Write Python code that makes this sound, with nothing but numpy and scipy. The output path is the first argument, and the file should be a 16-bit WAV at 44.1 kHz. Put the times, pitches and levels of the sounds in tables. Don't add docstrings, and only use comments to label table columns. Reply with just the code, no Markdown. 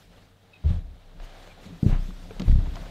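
import sys
import numpy as np
from scipy import signal
from scipy.fft import rfft, irfft
from scipy.io import wavfile
from scipy.ndimage import uniform_filter1d

SR = 44100
rng = np.random.default_rng(int(sys.argv[2]) if len(sys.argv) > 2 else 0)


def wav_record(signal):
    frames = np.transpose(np.atleast_2d(signal))
    bounded = np.clip(frames, -1, 1)
    quanta = np.round(bounded * 32767).astype(np.int16)
    wavfile.write(sys.argv[1], SR, quanta)


def convert_level_to_amplitude(level_db):
    exponent = np.asarray(level_db, float) / 20
    return 10 ** exponent


N = 127890
T = np.arange(N) / SR


def evened(x):
    return x / np.sqrt(np.mean(x ** 2) + 1e-20)


def read(points, hz):
    f, value = np.transpose(points)
    return np.interp(np.log(hz + 1), np.log(f + 1), value)


def add(mix, s, sound):
    part = mix[round(s * SR):][:len(sound)]
    part += sound[:len(part)]


def noise(shape, patchy_db=0., flicker_db=0., field_db=0.):
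    frames, hz = N // 128 + 5, np.fft.rfftfreq(512, 1 / SR)
    a, b, patches = rng.standard_normal((frames, 257, 3)).T
    patches = uniform_filter1d(patches, size=8, axis=0)
    patches = evened(uniform_filter1d(patches, size=10, axis=1))
    flicker = evened(uniform_filter1d(rng.standard_normal(frames), size=3))
    level_db = read(shape, hz)[:, None] + patchy_db * patches + flicker_db * flicker
    z = (a + 1j * b) * convert_level_to_amplitude(level_db)
    plain = signal.istft(z, nperseg=512, noverlap=384)[1]
    moved = signal.istft(z * convert_level_to_amplitude(field_db), nperseg=512, noverlap=384)[1]
    return moved[:N] / np.std(plain)


def tint(x, shape, share=0.98):
    gain_db = share * read(shape, np.fft.rfftfreq(len(x), 1 / SR))
    return irfft(rfft(x) * convert_level_to_amplitude(gain_db), len(x))


def swell(t, rise, t60):
    rise = max(rise, 1e-4)
    attack = np.sin(np.pi / 2 * np.minimum(t / rise, 1)) ** 2
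    return attack * convert_level_to_amplitude(-60 * np.maximum(t - rise, 0) / t60)


# f/Hz, level/dB
ROOM_TONE = [(12, -18), (20, -10), (65, -33), (101, -9), (123, 7.5), (422, -43), (459, 10), (499, -19),
             (16000, -25.5)]


def hush():
    hum = np.sin(2 * np.pi * 96 * T) * (1 + .25 * np.sin(2 * np.pi * 2.3 * T))
    return convert_level_to_amplitude(-69.5) * evened(tint(rng.standard_normal(N), ROOM_TONE)) + convert_level_to_amplitude(-59) * hum


# f/Hz, level/dB
HISS_TONE = [(59, -42), (100, -16), (415, -21), (461, -10), (818, -21), (16000, 7)]


def hiss():
    return convert_level_to_amplitude(-86) * evened(tint(rng.standard_normal(N), HISS_TONE))


# t/s, level/dB
RUSTLE_LEVEL = [(0, -59.5), (.07, -64), (.17, -57.5), (.33, -65.5), (.62, -60.5), (.7, -48.5), (.84, -63.5),
                (1.18, -60), (1.22, -52.5), (1.3, -53), (1.43, -52.5), (1.57, -56), (1.64, -52.5),
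                (1.84, -58), (1.9, -48.5), (2.02, -55.5), (2.2, -56), (2.49, -52.5), (2.9, -50)]
# f/Hz, level/dB
CLOTH_TONE = [(150, 1.5), (300, -5.5), (650, 1.5), (950, -7.5), (1400, -7.5), (2600, -11.5), (3800, -10),
              (4900, -18), (16000, -39)]


def rustle():
    t = np.arange(N // 128 + 5) * 128 / SR
    level_db = np.interp(t, *np.transpose(RUSTLE_LEVEL))
    return noise(CLOTH_TONE, patchy_db=1.0, flicker_db=0.65, field_db=level_db)


# middle t/s, half length t/s, level/dB
SLEEVES = [(0, 0.046, -60.5), (0.157, 0.14, -69.5), (0.707, 0.075, -74), (1.246, 0.013, -58),
           (1.437, 0.075, -62.5), (1.652, 0.029, -58.5), (1.857, 0.096, -60.5), (1.887, 0.029, -54),
           (2.055, 0.06, -57.5), (2.26, 0.11, -60.5), (2.485, 0.034, -53.5), (2.625, 0.03, -62),
           (2.806, 0.1, -59), (2.45, 0.41, -64)]
# f/Hz, level/dB
SHEEN_TONE = [(2000, 1.5), (4500, 1.5), (7000, -2.5), (10000, -11), (13500, -9), (16000, -25)]


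def brushes():
    power = sum(convert_level_to_amplitude(db) ** 2 * np.exp(-((T - s) / half) ** 2) for s, half, db in SLEEVES)
    return np.sqrt(power) * noise(SHEEN_TONE, patchy_db=3.0)


# t/s, level/dB
WEIGHT_LEVEL = [(0.0, -57.5), (.15, -55), (.4, -63.5), (0.9, -54.5), (1.05, -59.5), (1.17, -53),
                (1.4, -63.5), (1.55, -61.5), (1.66, -43.5), (1.75, -42.5), (1.81, -48.5), (2.0, -43.5),
                (2.23, -48), (2.37, -45.5), (2.6, -38.5), (2.75, -39.5), (2.9, -44)]
# f/Hz, width f/Hz, level/dB
DESK_MODES = [(41.6, 28, -7.5), (92.7, 51, -4.5), (167.8, 58, -5), (270.3, 51, -10), (367, 82, -16)]


def weight():
    hz, z = np.fft.rfftfreq(N, 1 / SR), rfft(rng.standard_normal(N))
    body = sum(convert_level_to_amplitude(db) / (1 + 2j * (hz - f) / w) ** 2 * np.sqrt(20 / w) for f, w, db in DESK_MODES)
    return evened(irfft(z * body, N)) * convert_level_to_amplitude(np.interp(T, *np.transpose(WEIGHT_LEVEL)) - 2.0)


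# t/s, peak level/dB, sway f/Hz, rise t/s, decay t60/s
DESK_SWAYS = [(.03, -51.5, 40.8, 0.052, 1.1), (1.021, -42, 29.96, 0.052, 1.04),
              (1.29, -46, 30.6, 0.023, 2.5), (.666, -23.5, 34.31, 0.021, 0.72),
              (1.154, -33, 31.1, 0.081, 0.23), (1.872, -15.5, 30.85, 0.045, 0.67),
              (2.119, -33, 30.84, 0.026, 1.5), (2.33, -34, 33.6, 0.045, 1.6),
              (2.4754, -11.5, 32.99, 0.03, 0.61), (2.713, -33.5, 36.2, 0.017, 0.23),
              (2.801, -33.5, 35.6, 0.013, 1.1)]


def sways():
    rap_sharpness, rap_power, rap_lag = 13.4, 1.497, 0.017
    out, t = np.zeros(N), T[:SR]
    for s, db, hz, rise, t60 in DESK_SWAYS:
        size = convert_level_to_amplitude(db) * swell(t, rise, t60)
        sway = -size * np.sin(2 * np.pi * hz * t)
        rap = np.exp(rap_sharpness * (-np.sin(2 * np.pi * (hz * t - rap_lag)) - 1))
        add(out, s, sway + convert_level_to_amplitude(10) * size ** rap_power * (rap - rap.mean()))
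    return out


# t/s, length t/s, level/dB, f/Hz, share of pitch lost
CHAIR_SQUEAKS = [
    (0.532, 0.015, -47.5, 2590, 0.0029),
    (0.547, 0.03, -53.5, 2554, 0.0091),
    (1.497, 0.0355, -53.5, 2530, 0.12),
]


def squeaks():
    out = np.zeros(N)
    for s, length, db, hz, sag in CHAIR_SQUEAKS:
        t = T[:round(length * SR)]
        phase = 2 * np.pi * hz * t * (1 - sag / 2 * t / length)
        blur = np.cumsum(.11 * rng.standard_normal(len(t)))
        tone = np.sin(phase + blur / 2) + convert_level_to_amplitude(-10) * np.sin(1.48 * phase + blur)
        add(out, s, convert_level_to_amplitude(db) * np.sin(np.pi * t / length) ** 0.52 * tone)
    return out


# t/s, peak level/dB, body f/Hz, crack level/dB, crack dulls above f/Hz
CONTACTS = [(.638, -39, 640, -72, 1500), (.76, -42, 704, -82, 2000), (1.2, -39.5, 716, -57, 3500),
            (1.474, -39.5, 587, -52, 3020), (1.827, -48, 550, -54.5, 7000), (1.895, -32, 586, -53, 3500),
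            (1.929, -33, 715, -55, 2500), (2.106, -38.5, 1120, -75, 1500), (2.252, -46, 580, -66, 2000),
            (2.308, -31, 446, -48, 1790), (2.365, -40, 452, -66, 1200), (2.3966, -33, 680, -37.5, 15000),
            (2.403, -29.5, 590, -49, 3000), (2.4178, -31, 462, -38.5, 6440), (2.457, -38, 495, -51, 1600),
            (2.482, -34.5, 594, -49, 2500), (2.514, -35.5, 1500, -50, 2170), (2.554, -42, 800, -62, 1500),
            (2.6, -36.5, 600, -60, 1300), (2.659, -36.5, 900, -64, 1800), (2.668, -35.5, 866, -72, 1500),
            (2.709, -46, 1408, -62, 3020), (2.756, -33, 617, -44, 7000), (2.767, -30, 673, -55, 2480),
            (2.824, -36, 590, -66, 1500), (2.865, -37.5, 510, -70, 1500)]
# f/Hz, level/dB
CRACK_TONE = [(700, -4.5), (1200, 0), (3700, 8), (6500, 0.5), (9000, -17), (16000, -21)]


def ticks():
    out, t = np.zeros(N), T[:4096]
    for s, db, hz, crack_db, top_hz in CONTACTS:
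        grit = rng.standard_normal(len(t))
        around_body = [(hz / 2, -20), (hz, 0), (2 * hz, -9), (4 * hz, -32), (12 * hz, -80)]
        fuzz = evened(tint(grit, around_body))
        body = .75 * np.sin(2 * np.pi * hz * t) + .4 * fuzz
        ring = swell(t, 0.00053, 32 / hz) * body
        dulled = tint(tint(grit, CRACK_TONE), [(top_hz, 0), (4 * top_hz, -36)])
        crack = evened(dulled) * swell(t, .0007, .016)
        add(out, s, convert_level_to_amplitude(db - 3) * ring + convert_level_to_amplitude(crack_db + 5) * crack)
    return out


# t/s, peak level/dB, ring f/Hz, rise t/s, decay t60/s
BLOWS = [(.64, -18, 71, 0.0067, 0.076), (0.6544, -12.5, 74.9, 0.0078, 0.29),
         (0.639, -27.5, 147, 0.004, 0.37), (0.6935, -26, 126, 0.0052, 0.021),
         (0.7051, -13.5, 88.7, 0.0048, 0.12), (.7, -26.5, 172.3, 0.009, 0.3), (.729, -24, 79, 0.0052, 0.07),
         (0.7399, -22, 76.5, 0.0084, 0.074), (.762, -23.5, 70, 0.0054, 0.083),
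         (0.776, -26.5, 89.5, 0.0065, 0.043), (.786, -28, 60.5, .005, 0.03),
         (0.846, -33.5, 60.7, 0.0018, 0.38), (1.139, -44, 170.7, 0.016, 0.16),
         (1.469, -51, 170, 0.018, 0.19), (1.595, -47, 98, 0.014, 0.19), (1.65, -51, 102, .012, 0.13),
         (1.662, -41, 200, 0.011, 0.085), (1.712, -39.5, 170, 0.031, 0.2),
         (1.8286, -7, 150.4, 0.0037, 0.02), (1.844, -22, 202.2, 0.0035, 0.27),
         (1.8606, -4, 105, 0.005, 0.031), (1.882, -18.5, 108, 0.0036, 0.05),
         (1.924, -24, 138, 0.0045, 0.14), (2.086, -33, 179.6, 0.006, 0.082),
         (2.397, -24, 160, 0.0025, 0.039), (2.403, -22, 200, 0.0022, 0.04),
         (2.4184, -21, 180, 0.003, 0.047), (2.43, -30.5, 188, 0.0055, 0.1),
         (2.451, -24.5, 119, 0.0096, 0.09), (2.477, -8.5, 59, 0.006, 0.049),
         (2.4924, -16, 83, 0.0094, 0.046), (2.507, -12, 65.3, 0.012, 0.37), (2.673, -24, 60, 0.0022, 0.16),
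         (2.551, -14.5, 82, .01, 0.012), (2.582, -16, 85.6, 0.0054, 0.12), (0.904, -32.5, 62, 0.0082, 0.2)]
# f/Hz, level/dB
RATTLE_TONE = [(120, -25), (260, 0), (380, -3), (560, -11), (750, -24), (2000, -50)]


def knocks():
    out, shake_power, t = np.zeros(N), np.zeros(N), T[:SR // 2]
    for s, db, hz, rise, t60 in BLOWS:
        add(out, s, -convert_level_to_amplitude(db) * swell(t, rise, t60) * np.sin(2 * np.pi * hz * t))
        shake = convert_level_to_amplitude(db) * hz / 150 * swell(t, 0.0016, .2)
        add(shake_power, s, shake ** 2)
    return out + convert_level_to_amplitude(-26) * np.sqrt(shake_power) * noise(RATTLE_TONE, patchy_db=2.5)


# middle t/s, half length t/s, level/dB
FOREARM = (1.93, 0.031, -40)
# f/Hz, level/dB
FOREARM_TONE = [(300, 3.5), (900, -0.5), (3000, -14), (5000, -46)]


def slide():
    s, half, db = FOREARM
    return convert_level_to_amplitude(db) * np.exp(-((T - s) / half) ** 2 / 2) * noise(FOREARM_TONE)


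# f/Hz, left minus right level/dB
BASS_LEAN = [(60, 1.0), (300, 0.82), (600, 0.23), (2380, 0.4), (15000, 0.4)]
# f/Hz, level/dB
CLOTH_WIDTH = [(300, -40), (1000, -31), (2500, -28.5), (5000, -23), (10000, -22), (16000, -18)]


def scene():
    taps = ticks()
    mid = hush() + convert_level_to_amplitude(2.0) * rustle() + brushes() + weight()
    mid = mid + sways() + squeaks() + taps + knocks() + slide()
    side = tint(convert_level_to_amplitude(1.0) * rustle() + brushes(), CLOTH_WIDTH) + hiss()
    side = side + convert_level_to_amplitude(-26.5) * np.roll(taps, 9)
    return np.array([tint(mid, BASS_LEAN, 0.39) + side, tint(mid, BASS_LEAN, -0.64) - side])


def band_limit(x):
    return signal.sosfilt(signal.butter(12, 16390, fs=SR, output="sos"), x)


def record(dry):
    edge = signal.firwin(511, 15740, window=("kaiser", 9), fs=SR)[None]
    mix = signal.oaconvolve(dry, edge, "same")
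    return band_limit(mix)


dry = scene()
out = record(dry)
wav_record(out)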